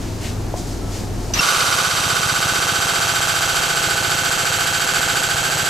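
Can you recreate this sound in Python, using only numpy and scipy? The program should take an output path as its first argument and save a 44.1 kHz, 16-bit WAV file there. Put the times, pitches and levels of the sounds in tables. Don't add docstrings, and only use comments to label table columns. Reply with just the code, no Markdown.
import sys
import numpy as np
from scipy import signal
from scipy.fft import rfft, irfft, next_fast_len
from scipy.io import wavfile
from scipy.ndimage import uniform_filter1d

SR = 44100
rng = np.random.default_rng(int(sys.argv[2]) if len(sys.argv) > 2 else 0)


def generate_wav(signal):
    frames = np.transpose(np.atleast_2d(signal))
    scaled = np.clip(frames, -1, 1) * 32767
    pcm = np.round(scaled).astype(np.int16)
    wavfile.write(sys.argv[1], SR, pcm)


def to_linear_factor(level_db):
    exponent = np.asarray(level_db, float) / 20
    return 10 ** exponent


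N = 250929
t = np.arange(N) / SR


def level(x, db):
    return x * to_linear_factor(db) / np.sqrt(np.mean(x ** 2))


def shape(x, table):
    hz, db = np.transpose(table)
    n = next_fast_len(x.shape[-1])
    f = np.fft.rfftfreq(n, 1 / SR)
    gain = to_linear_factor(np.interp(np.log(f + 1), np.log(hz), db))
    return irfft(rfft(x, n) * gain, n)[..., :x.shape[-1]]


def ring(x, modes):
    n = next_fast_len(x.shape[-1])
    f = np.fft.rfftfreq(n, 1 / SR)
    gain = 1
    for hz, width, db in modes:
        damping = 1j * f * width
        gain = gain + (to_linear_factor(db) - 1) * damping / (hz ** 2 - f ** 2 + damping)
    return irfft(rfft(x, n) * gain, n)[..., :x.shape[-1]]


def band(lo_hz, hi_hz, channels=1):
    sos = signal.butter(2, [lo_hz, hi_hz], "band", fs=SR, output="sos")
    return level(signal.sosfilt(sos, rng.standard_normal((channels, N))), 0)


def walk(rate):
    k = int(SR / rate)
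    held = np.repeat(rng.standard_normal(N // k + 1), k)
    return 2.4 * uniform_filter1d(uniform_filter1d(held, k), k)[:N]


def curve(table):
    s, *columns = np.transpose(table)
    return [np.interp(t, s, column) for column in columns]


# (stroke number, period [ms])
STROKE_PERIOD = [(0, 57.68), (2, 59.11), (9, 63.76), (18, 66.38), (30, 67.79), (38, 69.06), (44, 70.59),
                 (48, 69.91), (62, 70.79)]
FIRST_BLOW_S, BLOWS = 1.4069, 64
PERIODS_MS = np.interp(np.arange(BLOWS - 1), *np.transpose(STROKE_PERIOD))
STROKES = FIRST_BLOW_S + np.r_[0, np.cumsum(PERIODS_MS)] / 1000


def blows(size):
    train = np.zeros(N)
    train[np.round(STROKES * SR).astype(int)] = size
    return train


# (delay [ms], crack [dB], cylinder ring [dB],
# frame knock [dB], cylinder ring under full load [dB])
ECHOES = [(.9, 3, -14, 6, -12), (4.3, -12, -18, -12, -16), (7.6, -5, -11, -4, -1), (11, -12, -2, -10, -2),
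          (14.7, -3, 0, -6, -10), (19, -2, -14, -8, -20), (22, -9, -16, -14, -10), (24.6, -1, 0, -12, 0),
          (28.2, -5, 0, -4, 0), (31.5, -12, -6, -7, -4), (34.5, -7, -14, -5, -6), (37.7, -6, -12, -5, -8),
          (40.6, -4, -12, -11, -7), (46, -7, -8, -9, -8), (48.7, -6, -9, -8, -10), (52, -8, -14, -4, -7),
          (56, -5, -13, -10, -7), (61, -7, -14, -10, -12)]
# (frequency [Hz], density [dB per Hz])
SLACK_COLOUR = [(88, -35), (150, -12), (252, -11.5), (525, -6.5), (850, -6.5), (1490, 2.5), (1770, -13),
                (3210, -5), (5510, -7.5), (7640, -10.5), (13100, -20.5), (13900, -23), (15000, -107)]
# (frequency [Hz], density [dB per Hz])
LOADED_COLOUR = [(88, -16.5), (150, -2), (238, -11), (674, -6), (1050, -6.5), (1510, -1.5), (1950, -13.5),
                 (3210, -6.5), (5300, -9.5), (7640, -12.5), (12600, -29), (13900, -20), (15000, -100)]
# (frequency [Hz], width [Hz], boost unloaded [dB], boost loaded [dB])
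BODY_MODES = [(215, 73, -3.5, -15), (378, 60, -1, 4.5), (532, 49, 6.5, 6.5), (690, 74, 4, 7.5),
              (663, 570, -5, -10), (806, 18, 6.5, 7), (1150, 110, 3, 1.5), (1230, 95, 1.5, 0),
              (1310, 110, 0, -0.5), (960, 35, 1, 4), (1520, 260, 1.5, 3.5), (2210, 450, 5, 7.5),
              (2760, 50, 4.5, 6), (3000, 89, -1, 3), (3470, 97, -13, -8), (3700, 140, 3.5, -0.5),
              (4560, 110, 3, 5.5), (5430, 240, -1.5, -5), (6190, 68, 4.5, -9), (5950, 130, 5, 2.5),
              (6840, 160, -3, 6.5), (7660, 200, 5, 11), (9060, 310, 4.5, 5.5), (10650, 140, 4.5, 12.5),
              (11790, 340, 3.5, 15.5)]
# (frequency [Hz], level [dB])
FRESH_SHARE = [(200, -9), (700, -11), (1400, -10), (3000, -9), (7500, -9.5), (12000, -9)]
TAIL_T60_S = .44


def rattle():
    ms = np.arange(SR // 2) / SR * 1000
    cracks = sum(to_linear_factor(2 * db) * np.exp(-((ms - at) / 0.48) ** 2) for at, db, *_ in ECHOES)
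    exhaust = 0.03 * np.exp(-((ms - 20) / 8) ** 2)
    decay = to_linear_factor(-2 * 60 * ms / 1000 / TAIL_T60_S)
    power = (1 - np.exp(-ms / 3) + 3 * cracks + exhaust) * decay
    load = 1 - np.exp(-(STROKES - STROKES[0]) / 1.95)
    size = to_linear_factor(.5 * rng.standard_normal(BLOWS))
    common = rng.standard_normal((2, len(ms)))
    out = 0
    modes = np.array(BODY_MODES)
    for share, colour, boost in ((1 - load, SLACK_COLOUR, 2), (load, LOADED_COLOUR, 3)):
        echo = np.sqrt(power) * (common + 0.66 * rng.standard_normal(common.shape))
        same = signal.fftconvolve(blows(size * share)[None], echo)[:, :N]
        swell = np.sqrt(np.abs(signal.fftconvolve(blows((size * share) ** 2), power)[:N]))
        new = shape(1.6 * swell * rng.standard_normal((2, N)), FRESH_SHARE)
        out = out + ring(shape(same + new, colour), np.c_[modes[:, :2], modes[:, boost]])
    return level(out, 0)


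FULL_LOAD_S = 3.5, 4.4


def part_ring(hz, partials, decay_s, slack_column, loaded_column):
    s = np.arange(SR // 60) / SR
    out = np.zeros((2, N + SR))
    start = rng.standard_normal((len(ECHOES), len(partials), 2, 1)) * [[.9], [3]]
    for stroke in STROKES:
        speed = 2 * np.pi * hz[int(stroke * SR)]
        for echo, phases in zip(ECHOES, start):
            delay_s = echo[0] / 1000
            wave = 0
            for (multiple, db), phase in zip(partials, phases):
                wave = wave + to_linear_factor(db) * np.sin(multiple * speed * (s + delay_s) + phase)
            at = round((stroke + delay_s) * SR) - SR // 1000
            db = np.interp(stroke, FULL_LOAD_S, [echo[slack_column], echo[loaded_column]])
            gain = to_linear_factor(db - 60 * delay_s / TAIL_T60_S + 0.59 * rng.standard_normal())
            out[:, at:at + len(s)] += gain * s * np.exp(-s / decay_s) * wave
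    return level(out[:, :N], 0)


# (frequency [Hz], level [dB], decay [ms])
STRIKE_MODES = [(643, -0.5, 0.69), (946, 1, 0.51), (1240, -14, .6), (4050, -0.5, 0.58), (6000, -7, 0.45),
                (7650, -7, .6)]


def strike():
    ms = np.arange(SR // 100) / SR * 1000
    wave = 0
    for hz, db, decay in STRIKE_MODES:
        envelope = ms / decay * np.exp(-ms / decay)
        wave = wave + to_linear_factor(db) * envelope * np.sin(2 * np.pi * hz * ms / 1000)
    clack = signal.fftconvolve(blows(to_linear_factor(rng.standard_normal(BLOWS))), wave)[:N]
    return level(np.array([clack, 0.5 * clack]), 0)


def vent():
    open_after_s, rise_s, fall_s = 0.0152, 0.0022, 0.0086
    s = np.arange(SR // 10) / SR - open_after_s
    load = 1 - np.exp(-(STROKES - STROKES[0]) / 0.99)
    spit = np.clip(s / rise_s, 0, 1) * np.exp(-s / fall_s)
    gate = signal.fftconvolve(blows(load * to_linear_factor(0.93 * rng.standard_normal(BLOWS))), spit)[:N]
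    air = .7 * band(3020, 4460, channels=2) + 0.74 * band(6950, 8800, channels=2)
    air = air + 0.37 * band(10100, 13000, channels=2)
    return level(gate * air, 0)


# (frequency [Hz], side minus mid [dB])
SIDE_WIDTH = [(60, -20), (200, -13), (500, -9), (1300, -5.5), (2400, -7), (4400, -10.5), (6300, -15),
              (8500, -8), (10500, -1), (12500, -8.5)]
# (frequency [Hz], left minus right [dB])
BALANCE = [(60, 0.0), (110, -1), (200, -5), (380, -2.5), (700, -3.5), (1290, -5), (2380, -2.5),
           (4400, -1.5), (8120, 0.0), (15000, -2)]


def stereo(mid_side):
    mid, side = mid_side[0], shape(mid_side[1], SIDE_WIDTH)
    half = np.array(BALANCE) * [1, .5]
    return np.array([shape(mid + side, half), shape(mid - side, half * [1, -1])])


# (time [s], frequency [Hz], level [dB])
CYLINDER_LOAD = [(1.4, 1422, -5.5), (1.9, 1479, -3.5), (2.5, 1512, -1), (3.2, 1516, -0.5), (4, 1506, -1.5),
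                 (5.7, 1557, -3.5)]
# (multiple, level [dB])
CYLINDER_PARTIALS = [(1.001, 1.5), (2.1, -7), (2.95, -11), (3.999, -9), (4.961, -6.5)]
# (multiple, level [dB])
FRAME_PARTIALS = [(0.994, -0.5), (0.79, -4.5), (1.2, -0.5), (1.43, -1), (1.68, -1)]


def pump():
    cylinder_hz, clear_db = curve(CYLINDER_LOAD)
    frame_hz = np.full(N, 678.8)
    cylinder = part_ring(cylinder_hz, CYLINDER_PARTIALS, 0.0015, slack_column=2, loaded_column=4)
    frame = part_ring(frame_hz, FRAME_PARTIALS, 0.0022, slack_column=3, loaded_column=3)
    rings = to_linear_factor(-6.0 + clear_db) * cylinder + to_linear_factor(-12.5 + clear_db) * frame
    return stereo(rattle() + rings + to_linear_factor(-16) * strike() + to_linear_factor(-14.5) * vent())


def puff(hz, ahead_s, width_s):
    s = np.arange(-SR // 20, SR // 20 + 1) / SR + ahead_s
    wave = np.exp(-(s / width_s) ** 2) * np.sin(2 * np.pi * hz * s)
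    return signal.fftconvolve(blows(to_linear_factor(0.5 * rng.standard_normal(BLOWS))), wave, "same")


# (start [s], level [dB], change [dB per s])
INRUSH_PARTS = [
    (1.336, -13.5, -800),
    (1.335, -22.5, 60),
    (1.36, -21.5, -7),
]


def casing_squeal(start_s):
    glide = 1 - np.exp(-np.clip(t - start_s, 0, .1) / .017)
    hz = 860 + 560 * glide + 45 * walk(300)
    turn = 2 * np.pi * np.cumsum(hz) / SR
    tight = np.clip((t - start_s) / 0.023, 0, 1) ** 2
    tones = 1.04 * (1 - .75 * tight) * np.sin(turn)
    tones = tones + 0.77 * tight * np.sin(2 * turn)
    tones = tones + 0.96 * np.sin(np.pi * tight * .8) * np.sin(4 * turn)
    return to_linear_factor(3.8 * walk(150)) * tones


def inrush():
    open_s, shut_db_per_s = 0.0018, 1795
    shut = to_linear_factor(-shut_db_per_s * np.maximum(t - FIRST_BLOW_S, 0))
    gates = []
    for s, db, slope in INRUSH_PARTS:
        change_db = slope * np.clip(t - s, 0, FIRST_BLOW_S - s)
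        gates.append(np.clip((t - s) / open_s, 0, 1) * to_linear_factor(db + change_db) * shut)
    whistle, rush, casing = gates
    tones = band(5860, 6140) + 0.38 * band(2600, 2800) + 0.27 * band(7100, 7200) + 0.37 * band(4600, 5300)
    air = 0.36 * band(1600, 6600) + 0.74 * band(830, 5400, channels=2) + 0.15 * band(11800, 13500)
    shake = 0.5 * band(660, 2000) + 0.29 * band(2600, 6100) + casing_squeal(INRUSH_PARTS[2][0])
    return whistle * level(tones, 0) + rush * air + casing * shake


# (time [s], peak [dB], pitch [Hz], rise [ms], t60 [ms])
KNOCKS = [
    (.5425, -25, 640, 1, 30),
    (.555, -25, 720, 3, 120),
    (.557, -30, 1050, 2, 70),
    (1.3012, -15, 640, 4, 45),
    (1.304, -22, 930, 2, 35),
    (.8, -37, 1318, 40, 900),
]
TOOL_TAP = .54135, -10.5, 630, .0011


def knocks():
    out = 0
    for s, db, hz, rise, t60 in KNOCKS:
        age = np.maximum(t - s, 0) * 1000
        envelope = to_linear_factor(db - 60 * age / t60) * (1 - np.exp(-age / rise))
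        out = out + envelope * np.sin(2 * np.pi * hz * age / 1000)
    s, db, hz, half = TOOL_TAP
    return out - to_linear_factor(db) * np.exp(-((t - s) / half) ** 2) * np.sin(2 * np.pi * hz * (t - s))


# (multiple, level [dB])
CHUG_HARMONICS = [(1, -3), (2, 1.5), (3, -11), (4, -7), (5, 2), (6, -11), (7, -11), (8, -31), (9, -11.5),
                  (10, -31), (11, -16), (12, -16), (13, -16), (14, -20.5)]


def compressor():
    chug_hz, chug_at_s = 20.41, .5505
    turn = 2 * np.pi * chug_hz * (t - chug_at_s)
    chug = sum(to_linear_factor(db + walk(9.7)) * np.cos(k * turn + 0.59 * walk(6)) for k, db in CHUG_HARMONICS)
    chug = chug + to_linear_factor(-16.5 + 1.5 * walk(4.5)) * np.cos(35 * turn)
    return level(chug, -25.5)


# (peak [s], hiss [dB], lower part [dB], rise [s], fall [s])
LEAK_SURGES = [
    (.02, -48.5, -46.5, .02, 0.13),
    (.255, -37, -35, .04, 0.062),
    (.58, -37.5, -46, 0.017, .04),
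    (.7, -43.5, -51, .06, .07),
    (.96, -38, -42, 0.052, 0.072),
    (1.25, -48, -54, 0.064, .2),
]


def leak():
    hiss, lower = to_linear_factor(-43.5), to_linear_factor(-60)
    for s, hiss_db, lower_db, rise, fall in LEAK_SURGES:
        surge = np.exp(-((t - s) / np.where(t < s, rise, fall)) ** 2)
        hiss = hiss + to_linear_factor(hiss_db) * surge
        lower = lower + to_linear_factor(lower_db) * surge
    bright = band(3940, 7860, channels=2) + 0.24 * band(8200, 13500, channels=2)
    air = hiss * bright + lower * band(1600, 3600, channels=2)
    return 0.85 * (air + 0.58 * air[::-1])


# (frequency [Hz], density [dB per Hz])
SHOP_COLOUR = [(15, -30), (25, 2), (107, -6.5), (152, -6.5), (349, -7.5), (552, -16.5), (722, -15),
               (782, -17), (1850, -28), (6380, -36.5), (10400, -42), (11800, -38.5), (15500, -51)]


def rumble():
    noise = shape(rng.standard_normal((2, N)), SHOP_COLOUR)
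    mid, side = level(shape(noise, [(25, -18), (70, 0.5), (120, 0)]), 0)
    side = shape(side, [(60, -12), (300, -7.0), (2000, -6.5)])
    return to_linear_factor(-29) * np.array([mid + side, mid - side])


# (time [s], pump [dB], exhaust puff [dB], its sharper front [dB])
PUMP_LEVELS = [(1.42, -17.5, -38.5, -50), (1.9, -19, -35.5, -46), (2.5, -19, -33.5, -38),
               (2.9, -18.5, -35.5, -43), (3.3, -18.5, -39.5, -52), (4.0, -19, -37.5, -48),
               (4.9, -19, -40, -42), (5.69, -19, -35.5, -43)]
DUCK_DB, AHEAD_S = 4, .0025


def scene():
    pump_db, puff_db, front_db = curve(PUMP_LEVELS)
    exhaust = puff(122, 0.00952, 0.0047) * to_linear_factor(puff_db) + puff(260, 0.01347, 0.0031) * to_linear_factor(front_db)
    machine = pump() * (t > STROKES[0] - AHEAD_S) * to_linear_factor(pump_db + DUCK_DB + 9.5)
    machine = machine + exhaust * to_linear_factor(DUCK_DB + 20.5)
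    garage = to_linear_factor([[.6], [-.6]]) * (compressor() + rumble() + leak())
    return machine + inrush() + knocks() + garage


def gain_db():
    dip_db, recover_s = 16, .07
    steps = STROKES - AHEAD_S
    last = np.searchsorted(steps, t) - 1
    db = -DUCK_DB - dip_db * np.exp(-(t - steps[last]) / recover_s)
    return uniform_filter1d(np.where(last < 0, 0, db), size=60)


def roll_off(x):
    return signal.sosfilt(signal.butter(12, 15720, fs=SR, output="sos"), x)


def record(dry):
    x = np.tanh(1.077 * dry * to_linear_factor(gain_db())) / 1.153
    loud = np.clip((t - 1.34) / .03, 0, 1)
    thin = shape(x, [(45, -3.5), (90, 1.5), (13650, -1.0), (14000, -45)])
    return roll_off(x + loud * (thin - x))


dry = scene()
out = record(dry)
generate_wav(out)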